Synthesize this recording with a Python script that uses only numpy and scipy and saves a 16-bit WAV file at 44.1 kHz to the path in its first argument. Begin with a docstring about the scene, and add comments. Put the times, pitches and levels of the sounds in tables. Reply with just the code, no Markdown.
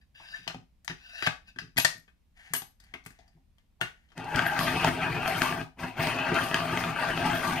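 """Small furnished room, wooden desk, close pair of microphones: a pencil enters a hand-crank sharpener.
Fine grains ring the pencil in the clamp; noise bursts through resonances make taps and clamp snaps.
Then the crank turns: dense uneven chip grains, paced by the flutes, shake plastic housing and desk and hiss.
A steel spring, a set of high decaying modes, rings when jolted. Room tone lies under it all."""
import sys
import numpy as np
from scipy import signal
from scipy.fft import rfft, irfft, next_fast_len
from scipy.io import wavfile

SR = 44100
rng = np.random.default_rng(int(sys.argv[2]) if len(sys.argv) > 2 else 0)


def unload_wav(signal):
    """Save mono or channel-first audio to the path in sys.argv[1] as 16-bit WAV at rate SR, clipped to [-1, 1]."""
    wavfile.write(
        sys.argv[1],
        SR,
        np.round(np.clip(np.atleast_2d(signal).T, -1, 1) * 32767).astype(np.int16),
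    )


N = 335160
FFT_SIZE, PAD = 2 ** 15, next_fast_len(N + 8192)   # samples

# Levels in tables are relative drives unless a reference is given.
# room tone spectrum: f/Hz, density/dB
ROOM_TONE_SPECTRUM = [(12, -47.5), (20, -2), (63, 3), (107, -11), (210, -11), (410, -25.5), (825, -28),
                      (1440, -33), (2260, -31.5), (4670, -36), (7520, -41), (13200, -41), (16000, -48.5)]
# walls: f/Hz, level re direct/dB
WALL_GAIN = [(60, -19.5), (250, -12), (600, -3.5), (2000, -7), (6000, -2.5), (14000, -9)]
# near reflections: f/Hz, level re direct/dB
NEAR_GAIN = [(200, -30), (1000, -14), (3000, -11), (15000, -18)]
# balance of the pair: f/Hz, left minus right/dB
LEFT_MINUS_RIGHT = [(60, 5), (130, 0.5), (290, 0.5), (640, 1.5), (1410, 7), (3100, 3.5), (6820, 5.5),
                    (15000, 2.5)]
# desk resonances: f/Hz, width/Hz, level/dB
DESK_MODES = [(118.7, 14, 4.5), (163.4, 15.4, 6.5), (259.6, 24, 4), (357.2, 27, -1.5), (433, 34.4, -9.5)]
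# smooth desk response: f/Hz, density/dB
DESK_BED_SPECTRUM = [(25, -12.5), (70, -9), (200, -9), (430, -15), (520, -31), (900, -73.5)]
# housing panel resonances: f/Hz, width/Hz, level/dB
HOUSING_MODES = [(687, 49, -4), (752, 14, -5.5), (833, 28, -5), (949, 41, -6.5), (1191, 58, -3.5),
                 (1281, 61, -7.5), (1423, 77, -4.5), (1575, 75, -1.5), (1660, 68, -9.5), (1928, 210, -3),
                 (2238, 69, -3.5), (2516, 86, 0), (2828, 160, -10), (3112, 92, -4), (3473, 530, -7)]
# smooth housing response: f/Hz, density/dB
HOUSING_BED_SPECTRUM = [(300, -40.5), (520, -20), (640, -8), (1500, -20.5), (2700, -12), (3600, -31.5),
                        (6000, -39.5)]
# pencil shaft resonances: f/Hz, width/Hz, level/dB
PENCIL_MODES = [(700, 200, -14), (1540, 150, -3), (1750, 180, -2), (2200, 300, -11), (2650, 340, 2),
                (3780, 300, -4), (4830, 280, -4), (5720, 280, -12), (7040, 300, -23), (9140, 500, -24),
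                (10200, 600, -25), (12100, 400, -27)]
# smooth pencil response: f/Hz, density/dB
PENCIL_BED_SPECTRUM = [(300, -65), (1000, -14), (3000, -4.5), (6000, -20), (8000, -22.5), (16000, -30)]
# skin on plastic: f/Hz, density/dB
SKIN_SPECTRUM = [(300, -31), (750, 2.5), (1100, -9), (1800, 12), (2500, 4), (4800, -9), (7000, -10.5),
                 (11000, -18), (15000, -25)]
# crack of a contact: f/Hz, density/dB
CRACK_SPECTRUM = [(2200, -29), (3500, 9), (5500, 0.5), (7500, -2.5), (9100, 1), (11500, -6.5), (14000, -2),
                  (16000, -23.5)]
# shaving hiss: f/Hz, density/dB
HISS_SPECTRUM = [(2200, -19), (3500, 6.5), (4500, 3.5), (5500, 2.5), (7500, -7), (9100, 0.5), (10600, -8.5),
                 (12500, -4), (14000, -6.5), (15500, -3.5), (16500, -41)]
# edges of the hiss bands that flicker separately: f/Hz
HISS_EDGES_HZ = [2000, 3800, 5000, 6300, 7600, 9000, 10500, 12200, 14000, 18000]
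# steel spring modes: f/Hz, level/dB, t60/s
SPRING_MODES = [(11400, -3, .09), (11480, -6, .07), (11250, -8, .03), (14030, -12, .05), (9330, -18, .05)]

# dull low thumps of the desk, from hands and from the first cutter catches: t/s, level/dB
DESK_THUMPS = [(0.389, -53.5), (0.552, -42), (0.61, -59), (1.559, -47), (1.618, -42), (1.947, -47),
               (2.503, -49.5), (3.35, -53.5), (4.351, -25), (4.383, -31.5)]
# lacquer squeak in the clamp: t/s, f/Hz, level/dB
SQUEAK_GLIDE = [(.33, 1520, -56), (.338, 1707, -40), (.35, 1790, -37), (.365, 1714, -54), (.385, 1490, -60)]
# fingertip on the hollow shavings drawer: touch t/s, lift t/s, attack/s, touch level/dB, lift level/dB
DRAWER_RUBS = [(2.922, 2.934, .004, -73, -67), (3.192, 3.31, 0.0054, -68, -78),
               (3.372, 3.405, .01, -72.5, -80), (3.797, 3.809, .003, -58, -55)]
# fingers shifting on the housing: touch t/s, lift t/s, attack/s, touch level/dB, lift level/dB
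FINGER_STROKES = [(2.376, 2.528, 0.036, -63, -59.5), (2.8, 2.93, 0.0085, -70.5, -72),
                  (3.1, 3.18, 0.0096, -69, -76.5), (3.188, 3.4, 0.012, -70.5, -92.5),
                  (3.584, 3.65, 0.013, -79.5, -99), (3.97, 4.16, 0.033, -74.5, -88)]
# pencil sliding in the clamp, and ringing on after taps:
# start t/s, end t/s, attack/s, start level/dB, end level/dB
PENCIL_STROKES = [(0.014, 0.1, 0.005, -58.5, -121), (0.15, 0.33, 0.008, -53.5, -46),
                  (0.34, 0.464, 0.014, -44.5, -56), (0.879, 0.97, 0.002, -43.5, -71),
                  (0.982, 1.22, 0.022, -59, -36.5), (1.226, 1.27, .004, -34, -31),
                  (1.486, 1.554, 0.036, -49.5, -91), (1.59, 1.72, 0.004, -42.5, -78)]
# pencil and fingers tap clamp and housing:
# t/s, level/dB, ring f/Hz, crack/dB, desk thump/dB, contact/s, pan/dB; crack and thump ride on level
TAP_ROWS = [(0.198, -50, 980, -30, -15.5, 0.038, -3), (0.476, -25.5, 2630, -7, -17.5, 0.0059, 11.5),
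            (0.498, -37, 1510, -27, -12, 0.014, -13), (0.544, -36.5, 750, -14, -9, 0.0072, -2),
            (0.878, -25, 1840, -2, -18.5, 0.0022, 15.5), (0.88, -30, 5300, -32, -40, 0.0017, -8),
            (0.897, -34.5, 1810, -29, -4.5, 0.017, -3), (1.223, -25, 1550, -21, -11, 0.0062, 12),
            (1.268, -26.5, 800, -40, -25.5, .012, -2.5), (1.264, -20, 1850, -7.5, -40, 0.0065, -9),
            (1.271, -17.5, 1620, -31, -10, 0.0042, 16), (1.473, -61, 4450, -29, -9, 0.012, 16),
            (1.56, -47, 1590, -28, -18, 0.0077, 0), (1.586, -31, 1640, -8, -27, 0.0056, 5.5),
            (2.078, -57, 1607, -24, -8.5, 0.013, 5.5), (2.619, -36.5, 760, -2, -13.5, 0.0041, 6),
            (2.947, -47, 1150, -20, -2, 0.016, -7), (3.188, -57, 720, -3, -8, 0.012, 12.5),
            (0.468, -45, 1000, -24, -5, .004, -4), (3.806, -46, 2810, -18, -14.5, 0.0071, 11),
            (3.819, -32, 1770, -21, -12, 0.028, -10), (4.087, -64, 3050, -11.5, -8, 0.0073, 5),
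            (4.102, -59.5, 3100, -29, -32, .008, 6.5), (4.118, -56.5, 1220, -10, -7.5, .012, 10.5)]
# steel clamp and crank snap, tick and chatter:
# t/s, level/dB, ring f/Hz, crack/dB, bright tick/dB, desk thump/dB; the last three ride on level
SNAP_ROWS = [(0.846, -52.5, 1760, -1, 7.5, -16), (1.761, -47.5, 1380, -2, -27, 7),
             (1.769, -24.5, 1950, -5, -14, -19.5), (1.777, -22, 1810, 2, -11, -36),
             (1.783, -16.5, 2490, -29, -3, -14), (1.798, -19.5, 2700, -3, -7, -12.5),
             (1.847, -11, 1810, -2, -11, -23.5), (1.89, -37.5, 2213, -16.5, -15, -5),
             (2.5349, -23, 1670, -10.5, 5, -14.5), (2.549, -25.5, 2900, -16, -5, -33),
             (2.562, -41.5, 2240, 3, 14, -1), (2.8, -56, 4600, 1.5, -1, -22.5),
             (2.838, -56, 4600, -14, -2, -29), (2.938, -31, 1990, -34, -32, -13.5),
             (3.039, -64, 5460, 2, -4, -19), (3.05, -57, 1930, -5, 3, -15),
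             (3.061, -37.5, 1900, -12, -0.5, -7.5), (3.104, -51.5, 1700, -7, -4, -3),
             (3.278, -58.5, 4760, -9, -10, -12), (3.582, -59.5, 3020, -10, -10, -17),
             (3.812, -22, 1440, -26, -10, -14.5), (3.8115, -23.5, 2740, -26, -25, -27)]
# jolts of the spring: t/s, level/dB
SPRING_JOLTS = [(1.777, -20), (1.8182, -38), (1.974, -56), (2.537, -36), (2.552, -27), (2.569, -40),
                (3.061, -64), (4.461, -31.5), (4.595, -30), (4.627, -33), (4.6828, -44), (5.279, -33.5),
                (5.3732, -37), (5.42, -46), (6.4336, -40), (7.3487, -39), (7.4497, -38)]
# cutter catches on the wood: t/s, level/dB, ring f/Hz, crack/dB; crack rides on level
CATCH_ROWS = [(4.177, -33.5, 660, -3.5), (4.232, -44, 816, -27), (4.243, -47, 3100, 4),
              (4.359, -21, 3070, -2.5), (4.391, -15.5, 1480, -16), (4.421, -23.5, 1590, -18),
              (4.464, -20.5, 1640, -24), (4.59, -17, 1440, -6), (4.845, -13, 895, -7.5),
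              (5.277, -22, 1510, -2), (5.418, -13, 1600, -7.5), (5.613, -26.5, 1180, -31),
              (5.79, -42.5, 1500, -15), (6.07, -18, 910, -6.5), (6.187, -28, 1210, -23),
              (6.343, -38, 2500, 10), (6.543, -12, 1660, -11), (6.773, -18.5, 1960, -20),
              (6.838, -21, 1460, -23), (7.476, -33, 2500, 2)]
# cutting effort, one list per spell of cranking: t/s, housing level/dB, desk rumble re housing/dB
EFFORT_SPELLS = [
    [(4.15, -72, 6), (4.176, -44.5, 3.5), (4.302, -41.5, -3), (4.382, -28.5, -9), (4.432, -34.5, -7),
     (4.512, -38, -5), (4.57, -35, -8), (4.584, -31.5, -4), (4.79, -34, -0.5), (4.8, -27.5, -8.5),
     (4.884, -23.5, -5), (4.924, -39, 3.5), (5.024, -28.5, -9), (5.078, -33.5, 0.5), (5.29, -30, -7),
     (5.36, -32, -4), (5.458, -28.5, -10.5), (5.616, -40, 4), (5.76, -127, 34)],
    [(5.76, -84, 15), (5.79, -45.5, -1), (5.842, -34, -1.5), (5.938, -50.5, -4), (6.0, -30.5, -3.5),
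     (6.286, -31.5, -10.5), (6.322, -28.5, 6.5), (6.364, -26, -7), (6.502, -36.5, -5.5), (6.548, -30, -6.5),
     (6.626, -35, -3.5), (6.81, -31, -0.5), (6.948, -35, -6), (7.04, -29, -14), (7.142, -31.5, -2.5),
     (7.27, -28.5, -1.5), (7.38, -33, -7), (7.538, -30.5, -1), (7.6, -32.5, -10)],
]
# shaving hiss, one list per spell: t/s, level/dB
HISS_SPELLS = [
    [(4.15, -84), (4.18, -64), (4.22, -68), (4.378, -51), (4.562, -53.5), (4.606, -41.5), (4.736, -50),
     (4.884, -43), (4.924, -53.5), (5.154, -54.5), (5.432, -43), (5.628, -58.5), (5.76, -125)],
    [(5.76, -93), (5.8, -56), (5.836, -56), (5.948, -67), (6.03, -43.5), (6.236, -59), (6.39, -46),
     (6.738, -52.5), (6.794, -45.5), (6.942, -57.5), (6.978, -52.5), (7.516, -46), (7.6, -51)],
]
# one panel is pressed and sings out: centre t/s, length/s, panel f/Hz, boost/dB
PANEL_SINGS = [(4.288, 0.095, 830, 15), (4.407, 0.38, 1585, 8), (4.532, 0.12, 830, 10.5),
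               (4.576, 0.066, 1585, 8.5), (4.687, 0.2, 1190, 10.5), (4.733, 0.16, 2520, 8.5),
               (5.053, 0.092, 2520, 7.5), (5.067, 0.1, 1585, 6.5), (5.21, 0.32, 762, 6.5),
               (5.29, 0.14, 1585, 1.5), (5.455, 0.079, 1190, 9), (5.497, 0.14, 690, -1),
               (6.2, 0.12, 2520, 7.5), (6.373, 0.046, 1450, 15), (6.544, 0.11, 1710, 14),
               (6.63, 0.7, 1190, 6.5), (6.992, 0.056, 1585, 9), (7.266, 0.064, 1295, 12.5),
               (7.26, 0.084, 830, 12), (7.422, 0.3, 1585, 4), (7.452, 0.16, 1190, 11)]

ROOM_TONE_DB = -69
ROOM_T60_S, NEAR_T60_S = 0.25, 0.0046
HANDS_LEAD_S, CRANK_LEAD_S = 0.00018, 0.00002   # left microphone hears first
APART_SHARE = 0.54   # power share of crack and hiss that differs between microphones
LIFT_S, EDGE_DB = 0.006, -23.5   # stroke fade-out; start and end re its level
FLEX_S, FLEX_RATE_HZ = 0.00035, 3.0   # panel flex: mean delay at 1500 Hz, pace of its wander
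DRAWER_HZ, DRAWER_WIDTH_HZ = 745, 150

RISE_S, BLOW_DELAY_S = 0.00067, 0.0015   # contact build-up; hard contact after first touch
BLOW = np.hanning(8) / 3.5   # hard contact, unit sum, a fifth of a millisecond
SPLIT_HZ = 7200   # crack below, bright tick above
TAP_TICK_DB, TAP_WIDTH, TAP_BLOW_DB = -36, 0.2, 12   # tick column re crack column; ring width / pitch
SNAP_CONTACT_S, SNAP_PAN_DB, SNAP_WIDTH, SNAP_BLOW_DB = 0.0061, 5, 0.075, 13
CATCH_TICK_DB, CATCH_THUMP_DB = -5, -12.5   # tick column re crack column; thump column
CATCH_CONTACT_S, CATCH_PAN_DB, CATCH_WIDTH, CATCH_BLOW_DB = 0.0023, -2, 0.14, 11.5
SPRING_PAN_DB = -1.5   # left minus right

CHIPS_PER_S, FLUTES_PER_S = 5000, 88   # flute pace wavers about this
SPLINTERS_PER_S, SPLINTERS_DB = 200, -5   # larger splinters, level re chips
LOW_PANELS_DB, MID_PANELS_DB, HIGH_PANELS_DB, BED_DB = -7.5, -10, -15, -6   # re housing level
LOW_FOLLOWS, HIGH_FOLLOWS, PIVOT_DB = 0.58, 0.85, -38   # exponents on effort, pivot level
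CUTOFF_HZ = 16000


def amp(db):
    """Decibels to amplitude."""
    return 10 ** (np.asarray(db) / 20)


def rms_one(x):
    """Scale to rms 1."""
    return x / np.sqrt(np.mean(x ** 2) + 1e-20)


def in_time(rows):
    """Table columns over time; -150 dB outside the table."""
    t, *columns = np.transpose(rows)
    return [np.interp(np.arange(N) / SR, t, c, left=-150, right=-150) for c in columns]


def gain_at(hz, points):
    """Gain curve, straight in dB over log frequency."""
    points_hz, points_db = np.transpose(points)
    return amp(np.interp(np.log(hz + 1), np.log(points_hz), points_db))


def tilt(x, points):
    """Gain over frequency for smooth curves."""
    hz = np.arange(PAD // 2 + 1) * SR / PAD
    return irfft(rfft(x, PAD) * gain_at(hz, points), PAD)[..., :N]


def body(bed, peaks=()):
    """Minimum-phase response of a smooth bed plus resonances; unit energy."""
    hz = np.arange(FFT_SIZE // 2 + 1) * SR / FFT_SIZE
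    power = gain_at(hz, bed) ** 2
    for centre_hz, width_hz, level_db in peaks:
        power = power + amp(level_db) ** 2 / (1 + ((hz - centre_hz) / width_hz) ** 2) ** 2
    # fold the cepstrum to make the response causal
    cepstrum = irfft(np.log(power) / 2)
    cepstrum[1:FFT_SIZE // 2] *= 2
    cepstrum[FFT_SIZE // 2 + 1:] = 0
    response = irfft(np.exp(rfft(cepstrum)))[:FFT_SIZE // 4]
    return response / np.linalg.norm(response)


def through(x, response):
    """Convolve every channel with a response."""
    return signal.oaconvolve(x, response * np.ones(x.shape[:-1] + (1,)), axes=-1)[..., :N]


def resonate(x, hz, width_hz):
    """Two-pole resonance; white noise keeps its rms."""
    r = np.exp(-np.pi * width_hz / SR)
    zeros = np.sqrt((1 - r * r) / 2) * np.array([1, 0, -1])
    return signal.lfilter(zeros, [1, -2 * r * np.cos(2 * np.pi * hz / SR), r * r], x)


def resonate_twice(x, hz, width_hz):
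    """Two equal resonances in series, level restored."""
    once = resonate(x, hz, width_hz)
    return resonate(once, hz, width_hz) * np.sqrt(2 * np.pi * width_hz / SR)


def coarse_drift(rate_hz):
    """Slow chance with rms 1, drawn at every 32nd sample."""
    r = np.exp(-64 * np.pi * rate_hz / SR)
    noise = rng.standard_normal(N // 32 + 2002)
    return rms_one(signal.lfilter([1], [1, -2 * r, r * r], noise)[2000:])


def drift(rate_hz, n=np.arange(N), shape=lambda x: x):
    """Slow chance, shaped, read at samples n."""
    slow = shape(coarse_drift(rate_hz))
    return np.interp(n / 32, np.arange(len(slow)), slow)


def grains(per_s, spread_db):
    """Random clicks of uneven size and sign; rms 1."""
    sizes = amp(spread_db * np.minimum(rng.exponential(1, N), 5)) * rng.choice([-1, 1], N)
    return rms_one(sizes * (rng.random(N) < per_s / SR))


def strokes(rows):
    """Each stroke sets in, glides evenly in dB from touch to lift, and stops."""
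    out = np.zeros(N)
    for touch_s, lift_s, attack_s, touch_db, lift_db in rows:
        start_s, end_s = touch_s - attack_s, lift_s + LIFT_S
        n = np.arange(max(0, round(start_s * SR)), round(end_s * SR))
        level_db = np.interp(n / SR, [start_s, touch_s, lift_s, end_s],
                             [touch_db + EDGE_DB, touch_db, lift_db, lift_db + EDGE_DB])
        out[n] += amp(level_db)
    return out


def apart(common, own):
    """Sound from many small spots: each microphone hears partly other grains."""
    return np.sqrt(1 - APART_SHARE) * common + np.sqrt(APART_SHARE) * own * [[1], [-1]]


def placed(x, lead_s):
    """The right microphone hears the same sound a little later."""
    left, right = x * np.ones((2, 1))
    hz = np.arange(PAD // 2 + 1) * SR / PAD
    late = irfft(rfft(right, PAD) * np.exp(-2j * np.pi * hz * lead_s), PAD)[:N]
    return np.stack([left, late])


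def panels(force, modes, wander_db, rate_hz, span_s, twice=False):
    """Parallel resonances; the contact point moves, so each swells and wavers in pitch on its own."""
    out, n = np.zeros(N), np.arange(N)[round(span_s[0] * SR):round(span_s[1] * SR)]
    ring_up = resonate_twice if twice else resonate
    for k, (hz, width_hz, level_db) in enumerate(modes):
        swell = drift(rate_hz, n, lambda x: amp(level_db + wander_db * x))
        ring = ring_up(swell * force(hz)[n] + 1e-18, hz, width_hz)
        delay = FLEX_S * SR * (1 + drift(FLEX_RATE_HZ, n)) * 1500 / hz
        out[n] += (-1) ** k * np.interp(n - delay, n, ring)
    return out


def room_tone():
    """Wavering low rumble common to both microphones over a faint hiss, part of it different in each."""
    mid, side = through(rng.standard_normal((2, N)), body(ROOM_TONE_SPECTRUM))
    rumble = tilt(mid, [(200, 0), (500, -40)])
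    side = tilt(side, [(100, -6.5), (1000, -1.5)])
    return amp(ROOM_TONE_DB) * (mid + side * [[1], [-1]] + amp(4.5 * drift(3) - 3.5) * rumble)


def echoes(x, start_s, t60_s, points):
    """Dense dying noise tail, another one for each microphone."""
    t = np.arange(SR // 2) / SR
    tail = rng.standard_normal((2, len(t))) * amp(-60 * t / t60_s) * (t > start_s)
    tail /= np.linalg.norm(tail, axis=1, keepdims=True)
    return tilt(through(x, tail), points)


def room(x):
    """Desk, hands and papers reflect at once; the walls follow."""
    return echoes(x, 0.00042, NEAR_T60_S, NEAR_GAIN) + echoes(x, 0.0038, ROOM_T60_S, WALL_GAIN)


def desk_thumps():
    """Dull low thumps: dying noise bursts that only the desk answers."""
    t, force = np.arange(SR // 10) / SR, np.zeros(N + SR // 10)
    for (s, level_db), noise in zip(DESK_THUMPS, rng.standard_normal((len(DESK_THUMPS), len(t)))):
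        force[round(s * SR):][:len(t)] += amp(level_db) * noise * np.exp(-t / 0.029)
    dull = signal.butter(2, 250, fs=SR, output="sos")
    return signal.sosfilt(dull, through(force[:N], body(DESK_BED_SPECTRUM, DESK_MODES)))


def rubs():
    """Friction noise rings the drawer's one hollow note."""
    friction = strokes(DRAWER_RUBS) * rng.standard_normal(N) + 1e-18
    return resonate_twice(friction, DRAWER_HZ, DRAWER_WIDTH_HZ)


def squeak():
    """Brief stick-slip tone, roughened in level."""
    hz, level_db = in_time(SQUEAK_GLIDE)
    return amp(level_db + 5.5 * drift(150)) * np.sin(2 * np.pi * np.cumsum(hz) / SR)


def pencil_and_skin():
    """Fine grains ring the pencil, sliding or after taps; skin on plastic rustles broadly."""
    grit = amp(1.5 * drift(30)) * grains(4000, spread_db=2.5)
    pencil, skin = strokes(PENCIL_STROKES) * grit, strokes(FINGER_STROKES) * grit
    rings = panels(lambda hz: amp(-10) * pencil, PENCIL_MODES,
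                   wander_db=2.0, rate_hz=14, span_s=(0, 2), twice=True)
    scrape = through(amp(-10.5) * pencil, body(PENCIL_BED_SPECTRUM))
    return rings + scrape + through(amp(3.5) * skin, body(SKIN_SPECTRUM))


def knocks(blows):
    """A hard contact and a short dying rattle sound the struck part, housing, crack and desk."""
    t = np.arange(SR // 10) / SR
    rattle = rng.standard_normal((len(blows), 2, len(t)))
    below, above = (signal.butter(4, SPLIT_HZ, kind, fs=SR, output="sos") for kind in ("low", "high"))
    force = np.zeros((4, 2, N + len(t)))
    for row, noise in zip(blows, rattle):
        s, level_db, hz, crack_db, tick_db, thump_db, contact_s, pan_db, width, blow_db = row
        decay = np.exp(-t / np.clip(contact_s, 0.0005, 0.03))
        burst, own = amp(level_db - 3.0) * noise * (1 - np.exp(-t / RISE_S)) * decay
        fine = apart(burst, own)   # taken before the hard contact is added
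        place = amp([[pan_db / 4], [-pan_db / 4]])   # left minus right: half the pan column
        burst[round(BLOW_DELAY_S * SR):][:len(BLOW)] += amp(level_db + blow_db) * BLOW
        struck = amp(-2) * resonate(burst, hz, width * hz)
        crack = amp(crack_db + 2.0) * signal.sosfilt(below, fine)
        crack += amp(tick_db + 3.0) * signal.sosfilt(above, fine)
        parts = place * struck, place * amp(-4.0) * burst, place * crack, amp(thump_db + 5.0) * burst
        at = round(s * SR)
        for layer, part in zip(force, parts):
            layer[:, at:at + len(t)] += part
    bodies = (body(HOUSING_BED_SPECTRUM, HOUSING_MODES), body(CRACK_SPECTRUM),
              body(DESK_BED_SPECTRUM, DESK_MODES))
    return force[0, :, :N] + sum(through(f[:, :N], b) for f, b in zip(force[1:], bodies))


def handling():
    """Taps and snaps of pencil, fingers, clamp and crank, as rows for knocks()."""
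    taps = [(*row[:4], row[3] + TAP_TICK_DB, *row[4:], TAP_WIDTH, TAP_BLOW_DB) for row in TAP_ROWS]
    snaps = [(*row, SNAP_CONTACT_S, SNAP_PAN_DB, SNAP_WIDTH, SNAP_BLOW_DB) for row in SNAP_ROWS]
    return taps + snaps


def spring():
    """Each jolt is a brief chatter that drives every steel mode with a strength of its own."""
    at, jolt_db = [round(s * SR) for s, db in SPRING_JOLTS], np.array(SPRING_JOLTS)[:, 1]
    scatter_db = rng.normal(0, 1.0, (len(at), len(SPRING_MODES)))
    chatter = np.exp(-np.arange(SR // 10) / SR / 0.02)
    chatter /= np.linalg.norm(chatter)
    out = np.zeros(N)
    for (hz, level_db, t60_s), own_db in zip(SPRING_MODES, scatter_db.T):
        clicks = np.zeros(N)
        clicks[at] = amp(jolt_db + level_db + own_db)
        force = through(clicks, chatter) * rng.standard_normal(N)
        r, w = amp(-60 / (t60_s * SR)), 2 * np.pi * hz / SR
        out += signal.lfilter([0, np.sin(w)], [1, -2 * r * np.cos(w), r * r], force + 1e-18)
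    return out * amp([[SPRING_PAN_DB / 2], [-SPRING_PAN_DB / 2]])


def catches():
    """Catches of the cutter on the wood, as rows for knocks()."""
    return [(*row, row[-1] + CATCH_TICK_DB, CATCH_THUMP_DB, CATCH_CONTACT_S, CATCH_PAN_DB,
             CATCH_WIDTH, CATCH_BLOW_DB) for row in CATCH_ROWS]


def singing(hz):
    """Extra drive over time of the panel at this pitch."""
    t = np.arange(0, N + 64, 64) / SR
    boost_db = np.zeros(len(t))
    for centre_s, length_s, panel_hz, db in PANEL_SINGS:
        if abs(panel_hz / hz - 1) < 0.035:
            boost_db += db * np.exp(-(2 * (t - centre_s) / length_s) ** 2)
    return amp(np.interp(np.arange(N) / SR, t, boost_db))


def patchy(x, patchy_db, rate_hz, start_s):
    """Bands of a sound swell and sink independently."""
    out, n = np.zeros_like(x), np.arange(round(start_s * SR), N)
    for k, band_hz in enumerate(zip(HISS_EDGES_HZ, HISS_EDGES_HZ[1:])):
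        part = signal.sosfilt(signal.butter(2, band_hz, "band", fs=SR, output="sos"), x[:, n])
        out[:, n] += (-1) ** k * drift(rate_hz, n, lambda v: amp(patchy_db * v)) * part
    return out


def cutter():
    """Each flute bites in turn at a wavering pace; chips shake housing and desk and hiss."""
    housing, desk = sum(amp([db, db + desk_db]) for db, desk_db in map(in_time, EFFORT_SPELLS))
    treble = sum(amp(in_time(spell)[0]) for spell in HISS_SPELLS)
    bite = np.cos(2 * np.pi * np.cumsum(FLUTES_PER_S * amp(7.0 * drift(9.4))) / SR)
    load = amp(0.6 * bite + 1.4 * drift(40))
    splinters = amp(SPLINTERS_DB) * grains(SPLINTERS_PER_S, spread_db=3.5)
    chips = rms_one(load * (grains(CHIPS_PER_S, spread_db=1.0) + splinters))
    gusts = load * amp(1.0 * drift(16))
    specks = [grains(1.1 * CHIPS_PER_S, spread_db=0.5) for part in ("common", "own")]
    dust = rms_one(gusts * apart(*specks))

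    def drive(db, follows):
        """Chips at a level that follows effort; light effort sounds hollow."""
        return amp(db + PIVOT_DB) * (housing / amp(PIVOT_DB)) ** follows * chips

    low = drive(LOW_PANELS_DB, LOW_FOLLOWS)
    middle = drive(MID_PANELS_DB, 1)
    high = drive(HIGH_PANELS_DB, HIGH_FOLLOWS)
    shake = panels(lambda hz: singing(hz) * (low if hz < 1050 else high if hz > 2000 else middle),
                   HOUSING_MODES, wander_db=2.8, rate_hz=10.0, span_s=(4, 8))
    shake += through(amp(BED_DB) * housing * chips, body(HOUSING_BED_SPECTRUM))
    shake = signal.sosfilt(signal.butter(2, 4500, fs=SR, output="sos"), shake)
    rumble = through(desk * chips, body(DESK_BED_SPECTRUM, DESK_MODES))
    hiss = patchy(through(treble * dust, body(HISS_SPECTRUM)), patchy_db=2.6, rate_hz=11.0, start_s=4)
    return shake + rumble + hiss


def scene():
    """Two groups of sources, each with its own lead, in the room, over room tone."""
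    handled = desk_thumps() + rubs() + squeak() + pencil_and_skin() + knocks(handling())
    crank = spring() + knocks(catches()) + cutter()
    direct = placed(handled, HANDS_LEAD_S) + placed(crank, CRANK_LEAD_S)
    left, right = direct + room(direct)
    lean = [(hz, db / 2) for hz, db in LEFT_MINUS_RIGHT]
    return np.stack([tilt(left, lean), tilt(right, [(hz, -db) for hz, db in lean])]) + room_tone()


def record(dry):
    """The highest peaks are rounded, the top is cut."""
    return signal.sosfilt(signal.cheby2(24, 70, CUTOFF_HZ, fs=SR, output="sos"), np.tanh(dry))


dry = scene()
out = record(dry)
unload_wav(out)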